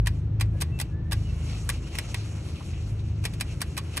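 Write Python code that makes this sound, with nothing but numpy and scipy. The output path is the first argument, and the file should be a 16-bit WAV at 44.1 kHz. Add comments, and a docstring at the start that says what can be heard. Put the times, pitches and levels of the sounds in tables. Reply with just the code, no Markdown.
"""Sharp, dry clicks, many led by a soft take-up tick: a sailor ratchets hardware at the foot of a mast.
Each click is a crack and a short rattle that ring the fitting and scatter off deck and sail.
Sleeve and sailcloth rub as the arm moves; hand and rope knock softly. Behind them a boat engine
idles with a drone and exhaust puffs, a far bird whistles, and wind and water wash over the marina."""
import sys
import numpy as np
from scipy import signal
from scipy.fft import rfft, irfft
from scipy.io import wavfile
from scipy.ndimage import uniform_filter1d

SR = 44100
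rng = np.random.default_rng(int(sys.argv[2]) if len(sys.argv) > 2 else 0)


def to_wav(sig):
    """Store sig (one row per channel, or 1-D mono) as 16-bit WAV at the path in sys.argv[1].

    Samples outside -1..1 are clipped; the rate is SR.
    """
    pcm = np.clip(np.atleast_2d(sig), -1, 1) * 32767
    pcm = np.round(pcm).astype(np.int16)
    wavfile.write(sys.argv[1], SR, pcm.T)  # frames by channels


N = 176400
T = np.arange(N) / SR
F = np.maximum(np.fft.rfftfreq(2 * N, 1 / SR), 1)
TOP_HZ = 15700


def undb(db):
    """Decibels to gain."""
    return 10 ** (np.asarray(db) / 20)


def unit(x):
    """Scale to rms 1."""
    return x / np.sqrt(np.mean(x ** 2))


def fade(t, t60_s):
    """Exponential decay, 60 dB down at t60_s."""
    return np.exp(-np.log(1000) * t / t60_s)


def over_hz(points):
    """Interpolate (freq_hz, value) points on a log-frequency axis."""
    hz, value = np.array(points, float).T
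    return np.interp(np.log(F), np.log(hz), value)


def over_time(points):
    """Interpolate (time_s, value) points."""
    return np.interp(T, *np.array(points, float).T)


def filtered(x, response):
    """Apply a frequency response."""
    return irfft(rfft(x, 2 * N) * response)[..., :N]


def colour(points):
    """Minimum-phase response through (freq_hz, gain_db) points."""
    cepstrum = irfft(np.log(undb(over_hz(points))))
    return np.exp(rfft(np.r_[cepstrum[0], 2 * cepstrum[1:N], np.zeros(N)]))


def noise(points):
    """Two independent noises of one colour, rms 1."""
    return unit(filtered(rng.standard_normal((2, N)), colour(points)))


def walk(rate_hz):
    """Smooth random drift, rms 1."""
    hold = int(SR / rate_hz)
    steps = np.repeat(rng.standard_normal(N // hold + 1), hold)
    return unit(uniform_filter1d(uniform_filter1d(steps, hold), hold)[:N])


def resonance(x, hz, width_hz):
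    """Band-pass with gain 1 at the centre."""
    return signal.lfilter(*signal.iirpeak(hz, hz / width_hz, fs=SR), x)


# freq_hz, gain_db
HARBOUR_SPECTRUM = [(20, -20.5), (100, 5.5), (180, 3.5), (250, -2.5), (330, -1), (450, -10), (700, -16),
                    (1200, -23), (2500, -30.5), (4000, -33), (8000, -53.5), (12000, -59), (15000, -66)]

def harbour(level_db=-42):
    """Distant wash of wind and water."""
    return noise(HARBOUR_SPECTRUM) * undb(level_db + 0.48 * walk(9))


# start_s, length_s, from_hz, to_hz, level_db
BIRD_NOTES = [(0.531, 0.086, 1620, 1710, -61), (0.68, .05, 1830, 2110, -64),
              (0.717, 0.074, 2650, 2675, -50.5), (0.906, 0.118, 1670, 1794, -59),
              (1.026, 0.079, 1770, 1830, -62), (1.248, 0.04, 2950, 2860, -53),
              (1.289, 0.031, 2670, 2670, -52.5), (1.834, 0.03, 2635, 2990, -55),
              (1.864, .058, 3020, 3110, -55)]

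def bird(echo_db=-9.5, echo_t60_s=0.9):
    """Thin gliding whistles, blurred by their echo across the marina."""
    song = np.zeros(N)
    for start_s, length_s, from_hz, to_hz, level_db in BIRD_NOTES:
        progress = np.clip((T - start_s) / length_s, 0, 1)
        pitch_hz = (from_hz + (to_hz - from_hz) * progress) * (1 + 0.00763 * walk(160))
        envelope = np.sqrt(2 * np.abs(np.sin(np.pi * progress)))
        song += undb(level_db) * envelope * np.sin(2 * np.pi * np.cumsum(pitch_hz) / SR)
    tail = unit(rng.standard_normal((2, N)) * fade(T, echo_t60_s)) / np.sqrt(N)
    echo = undb(echo_db) * filtered(song, rfft(tail, 2 * N))
    return np.array([song, np.zeros(N)]) + echo


# cycle_multiple, level_db
ENGINE_ORDERS = [(1, -55.5), (2, -38.5), (3, -32.5), (4, -33.5), (5, -40.5), (6, -41), (7, -69), (8, -65.5),
                 (9, -55.5), (12, -56.5)]
# time_s, second_order_db, fourth_order_db
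ORDER_SWELLS = [(0, 14, 10), (.2, -3, -0.5), (.45, 7.5, 8.5), (.68, -2, -4.5), (1.0, -1.5, -0.5),
                (1.18, 3.5, 7.5), (1.4, 6.5, -9.5), (1.68, 7, 0.5), (1.92, 7, -9), (2.17, 4, 7.5),
                (2.4, -23, -0.5), (2.58, -5, -16.5), (2.85, 3.5, 8), (3.1, -3, 5.5), (3.5, 2, 1),
                (3.75, -8, -9), (4, -9, -20)]
# freq_hz, gain_db
EXHAUST_SPECTRUM = [(20, -40), (45, -8.5), (75, 3.5), (110, 0), (170, -11.5), (250, -25), (400, -36),
                    (900, -59.5), (4000, -110)]
# time_s, gain_db
ENGINE_GAIN = [(0, 1), (.6, -1), (1.2, 0.5), (1.7, -4), (2.1, -8), (2.4, -4.5), (2.7, -3.5), (3.2, -1),
               (3.7, -5), (4, -4)]

def engine(cycle_hz=26.31, waver=0.00515, exhaust_db=-32.5, puff_depth=0.42):
    """An idling engine drones on swelling multiples of its cycle; the exhaust puffs once a cycle."""
    cycle_rad = 2 * np.pi * np.cumsum(cycle_hz * (1 + waver * walk(3.04))) / SR
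    time_s, second_db, fourth_db = np.array(ORDER_SWELLS, float).T
    swell_db = {2: np.interp(T, time_s, second_db), 4: np.interp(T, time_s, fourth_db)}
    drone = np.zeros(N)
    for order, level_db in ENGINE_ORDERS:
        phase_rad = order * cycle_rad + 0.56 * walk(7) + 1.66 * rng.uniform(-1.16, 1)
        order_db = level_db + swell_db.get(order, 0) + 1.52 * walk(7.99)
        drone += np.sqrt(2) * undb(order_db) * np.cos(phase_rad)
    puffs = undb(exhaust_db) * noise(EXHAUST_SPECTRUM) * (1 + puff_depth * np.cos(cycle_rad))
    return (puffs + np.array([drone, np.zeros(N)])) * undb(over_time(ENGINE_GAIN))


# start_s, level_db, centre_hz, decay_s
ROPE_BUMPS = [(0.539, -41.5, 503, 0.02), (1.953, -35, 2100, 0.0053), (2.606, -42.5, 930, 0.012),
              (2.728, -49, 2600, 0.067), (2.99, -51.5, 3700, 0.023)]

def bumps(q=1.9):
    """Soft knocks and brushes of hand and rope: bursts of band-passed noise."""
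    out = np.zeros((2, N))
    for start_s, level_db, centre_hz, decay_s in ROPE_BUMPS:
        band = 1 / (1 + 1j * q * (F / centre_hz - centre_hz / F)) ** 2
        thud = unit(filtered(rng.standard_normal((2, N)), band))
        age = np.maximum(T - start_s, 0) / decay_s
        out += undb(level_db) * thud * np.minimum(10 * age, 1) * np.exp(-age)
    return out


# time_s, level_db
ARM_RUB = [(0, -70), (.15, -57.5), (.3, -74.5), (.5, -66.5), (.57, -56), (.72, -63), (.86, -59),
           (.96, -72.5), (1.08, -70), (1.17, -51.5), (1.32, -52), (1.42, -47), (1.5, -42), (1.57, -46),
           (1.65, -50), (1.74, -46), (1.8, -53.5), (1.9, -50.5), (1.96, -43), (2.06, -44), (2.22, -47),
           (2.33, -50), (2.43, -50.5), (2.7, -51.5), (3.18, -58), (3.33, -53), (3.58, -50.5), (3.82, -54.5),
           (3.92, -48), (4, -45.5)]
# freq_hz, gain_db
CLOTH_SPECTRUM = [(200, -2.5), (600, 0), (1050, -3.5), (1350, -1), (1700, -7), (2600, 1.5), (3050, 0),
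                  (3450, -4.5), (4200, -3.5), (4500, -2.5), (4900, -7.5), (5500, -3.5), (7200, -7.5),
                  (9700, -13), (11500, -12), (12600, -31), (15000, -71)]
# centre_hz
FOLD_BANDS = [800, 1600, 2700, 4500, 7000, 11000]

def cloth(gain_db=-2, flicker_db=1.5, flutter_db=1.92, catches_per_s=1100, fibre_db=-6.5, spread_db=3):
    """Fabric slides with a hiss; fibres catch and let go, and each fold flutters in its own band."""
    caught = rng.random(N) < catches_per_s / SR
    strength = undb(spread_db * np.minimum(rng.exponential(size=N), 4))
    catches = caught * strength * rng.standard_normal((2, N))
    rub = noise(CLOTH_SPECTRUM) + undb(fibre_db) * unit(filtered(catches, colour(CLOTH_SPECTRUM)))
    folds = np.zeros((2, N))
    for weights in np.eye(len(FOLD_BANDS)):
        band = over_hz(list(zip(FOLD_BANDS, weights)))
        folds += filtered(rub, band) * undb(flutter_db * walk(29.92))
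    return folds * undb(gain_db + over_time(ARM_RUB) + flicker_db * walk(45))


def impact(t, treble_db, t60_s, crack_db=4.5, crack_s=0.00031, attack_s=0.0002,
           split_hz=4740, deck_db=-21.5, deck_t60_s=0.22, deck_hz=3650):
    """A crack and a rattle whose treble dies first, with dull reflections from deck and sail."""
    grit, scatter = rng.standard_normal((2, 2, len(t)))
    low = signal.filtfilt(*signal.butter(2, split_hz, fs=SR), grit)
    crack = undb(crack_db) * np.exp(-t / crack_s)
    body = low * np.hypot(fade(t, t60_s), crack / 2)
    treble = undb(treble_db) * (grit - low) * np.hypot(fade(t, 0.67 * t60_s), crack)
    deck = signal.lfilter(*signal.butter(1, deck_hz, fs=SR), scatter) * fade(t, deck_t60_s)
    return (body + treble + undb(deck_db) * deck) * (1 - np.exp(-t / attack_s))


# pitch_hz, width_hz, level_db
FITTING_MODES = [(816, 27, -5.5), (982, 71, -5.5), (1126, 55, 2), (1637, 150, 3), (1927, 123, 1.5),
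                 (2430, 98, -3), (3490, 37, -7), (3980, 40, -0.5), (4610, 48, 3), (5296, 50, 1.5),
                 (8250, 520, -4), (11870, 1400, -2)]

def fitting(hit, contact_hz, contact_db=-0.5, ring_db=2.5):
    """The point of contact favours one pitch; the hit then rings the fitting's modes."""
    hit = hit + undb(contact_db) * resonance(hit, contact_hz, width_hz=340)
    return hit + sum(undb(ring_db + level_db) * resonance(hit, pitch_hz, width_hz)
                     for pitch_hz, width_hz, level_db in FITTING_MODES)


# start_s, level_db, treble_db, t60_s, contact_hz, cutoff_hz
RATCHET_CLICKS = [(0.0704, -25, 0.5, 0.059, 1760, 13400), (0.4096, -25, 0, 0.059, 2260, 16000),
                  (0.6193, -26, 2, 0.045, 1810, 14000), (0.7996, -27, 2, 0.041, 2120, 14500),
                  (0.8124, -31, 5, 0.053, 2620, 13500), (1.1199, -28, -2.5, 0.081, 1510, 14500),
                  (1.130, -29, 4.5, 0.031, 2030, 13000), (1.691, -26, 4, 0.037, 1600, 14000),
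                  (1.6988, -27, 2.5, 0.049, 1980, 13000), (1.986, -25.5, 2, 0.047, 2120, 15500),
                  (2.144, -26, -2.5, 0.042, 2220, 12500), (3.252, -26, 1, 0.067, 2300, 13000),
                  (3.409, -26, 2.5, 0.058, 2360, 13500), (3.616, -27, 4, 0.057, 1620, 13600),
                  (3.776, -30.5, 2.5, 0.055, 2240, 13000), (3.779, -28, -2, 0.069, 1200, 12500),
                  (3.970, -25, 1.5, 0.023, 1520, 15500), (3.9758, -25, 0, 0.042, 1734, 13000)]
# start_s, level_db, treble_db
TAKE_UP_TICKS = [(0.0601, -36.5, -2), (0.399, -39, -1), (0.4072, -37, -12), (0.604, -43.5, 4),
                 (0.6106, -34.5, 5.5), (0.614, -37.5, 6), (0.7888, -41, 4.5), (1.1121, -37, -2),
                 (1.9525, -43.5, 5), (3.2394, -37, -0.5), (3.336, -43.5, 0.5), (3.4001, -39.5, 1),
                 (3.606, -38.5, -1), (3.7675, -35.5, -4), (3.963, -42, 2)]
# freq_hz, gain_db
RATTLE_SPECTRUM = [(150, -22), (450, 1.5), (900, 3), (1300, -0.5), (1600, -0.5), (2500, 3.5), (3300, 7.5),
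                   (4500, 3.5), (6800, -0.5), (8500, 1), (12200, 3), (13200, 7), (15500, -5)]

def ratchet(tick_t60_s=0.081, tick_contact_hz=2530, tick_cutoff_hz=12000):
    """Parts strike the fitting: soft ticks as the slack is taken up, and sharp clicks."""
    t = T[:SR // 4]
    ticks = [(*tick, tick_t60_s, tick_contact_hz, tick_cutoff_hz) for tick in TAKE_UP_TICKS]
    out = np.zeros((2, N + len(t)))
    for start_s, level_db, treble_db, t60_s, contact_hz, cutoff_hz in RATCHET_CLICKS + ticks:
        click = fitting(impact(t, treble_db, t60_s), contact_hz)
        lowpass = signal.butter(2, min(cutoff_hz, TOP_HZ), fs=SR)
        onset = int(start_s * SR)
        out[:, onset:onset + len(t)] += undb(level_db) * signal.lfilter(*lowpass, click)
    return filtered(out, colour(RATTLE_SPECTRUM))


# freq_hz, coherence
NEAR_COHERENCE = [(300, 1), (700, 0.76), (1100, 0.85), (1700, 1), (2450, .96), (3000, 0.55), (5600, .25),
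                  (6500, 0.9), (11500, 0.93), (13000, .995)]
WIDE_COHERENCE = [(60, .998), (130, .99), (300, .98), (580, .75), (950, .6), (1400, .78), (2500, .82),
                  (3400, .4), (4200, .2), (4850, .7), (5400, .15), (6200, .97), (7700, .97), (9300, .55),
                  (12000, .7)]
# freq_hz, left_over_right_db
BALANCE = [(40, 0), (75, .3), (120, 1), (200, 2.8), (330, 3.4), (650, 3.8), (1000, 2), (1600, .3),
           (3500, .3), (4700, -1.5), (7000, -.1)]
# freq_hz, lag_rad
LEFT_LAG = [(100, 0), (400, .2), (780, .95), (1350, .2), (2100, .2), (2700, .5), (3400, 2.9), (4800, 3.2),
            (5500, 6), (6100, 6.2), (7400, 6.35), (9000, 7.2), (11000, 8.2), (13000, 9.4)]

def stereo(pair, coherence_points):
    """Mix a mid/side pair to left and right, offset in level and phase."""
    coherence = np.clip(over_hz(coherence_points), 0, 1)
    mid, side = filtered(pair, np.sqrt([(1 + coherence) / 2, (1 - coherence) / 2]))
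    lean = undb(over_hz(BALANCE) / 2) * np.exp(-0.5j * over_hz(LEFT_LAG))
    return filtered(np.array([mid + side, mid - side]), np.array([lean, 1 / lean]))


def scene():
    """Close ratchet in front of cloth, bumps, engine, harbour and bird."""
    near = stereo(ratchet(), NEAR_COHERENCE)
    surroundings = cloth() + bumps() + engine() + harbour() + bird()
    return near + stereo(surroundings, WIDE_COHERENCE)


def record(dry):
    """Steep low-pass at TOP_HZ."""
    return signal.sosfilt(signal.ellip(8, 0.2, 70, TOP_HZ, fs=SR, output="sos"), dry)


dry = scene()
out = record(dry)
to_wav(out)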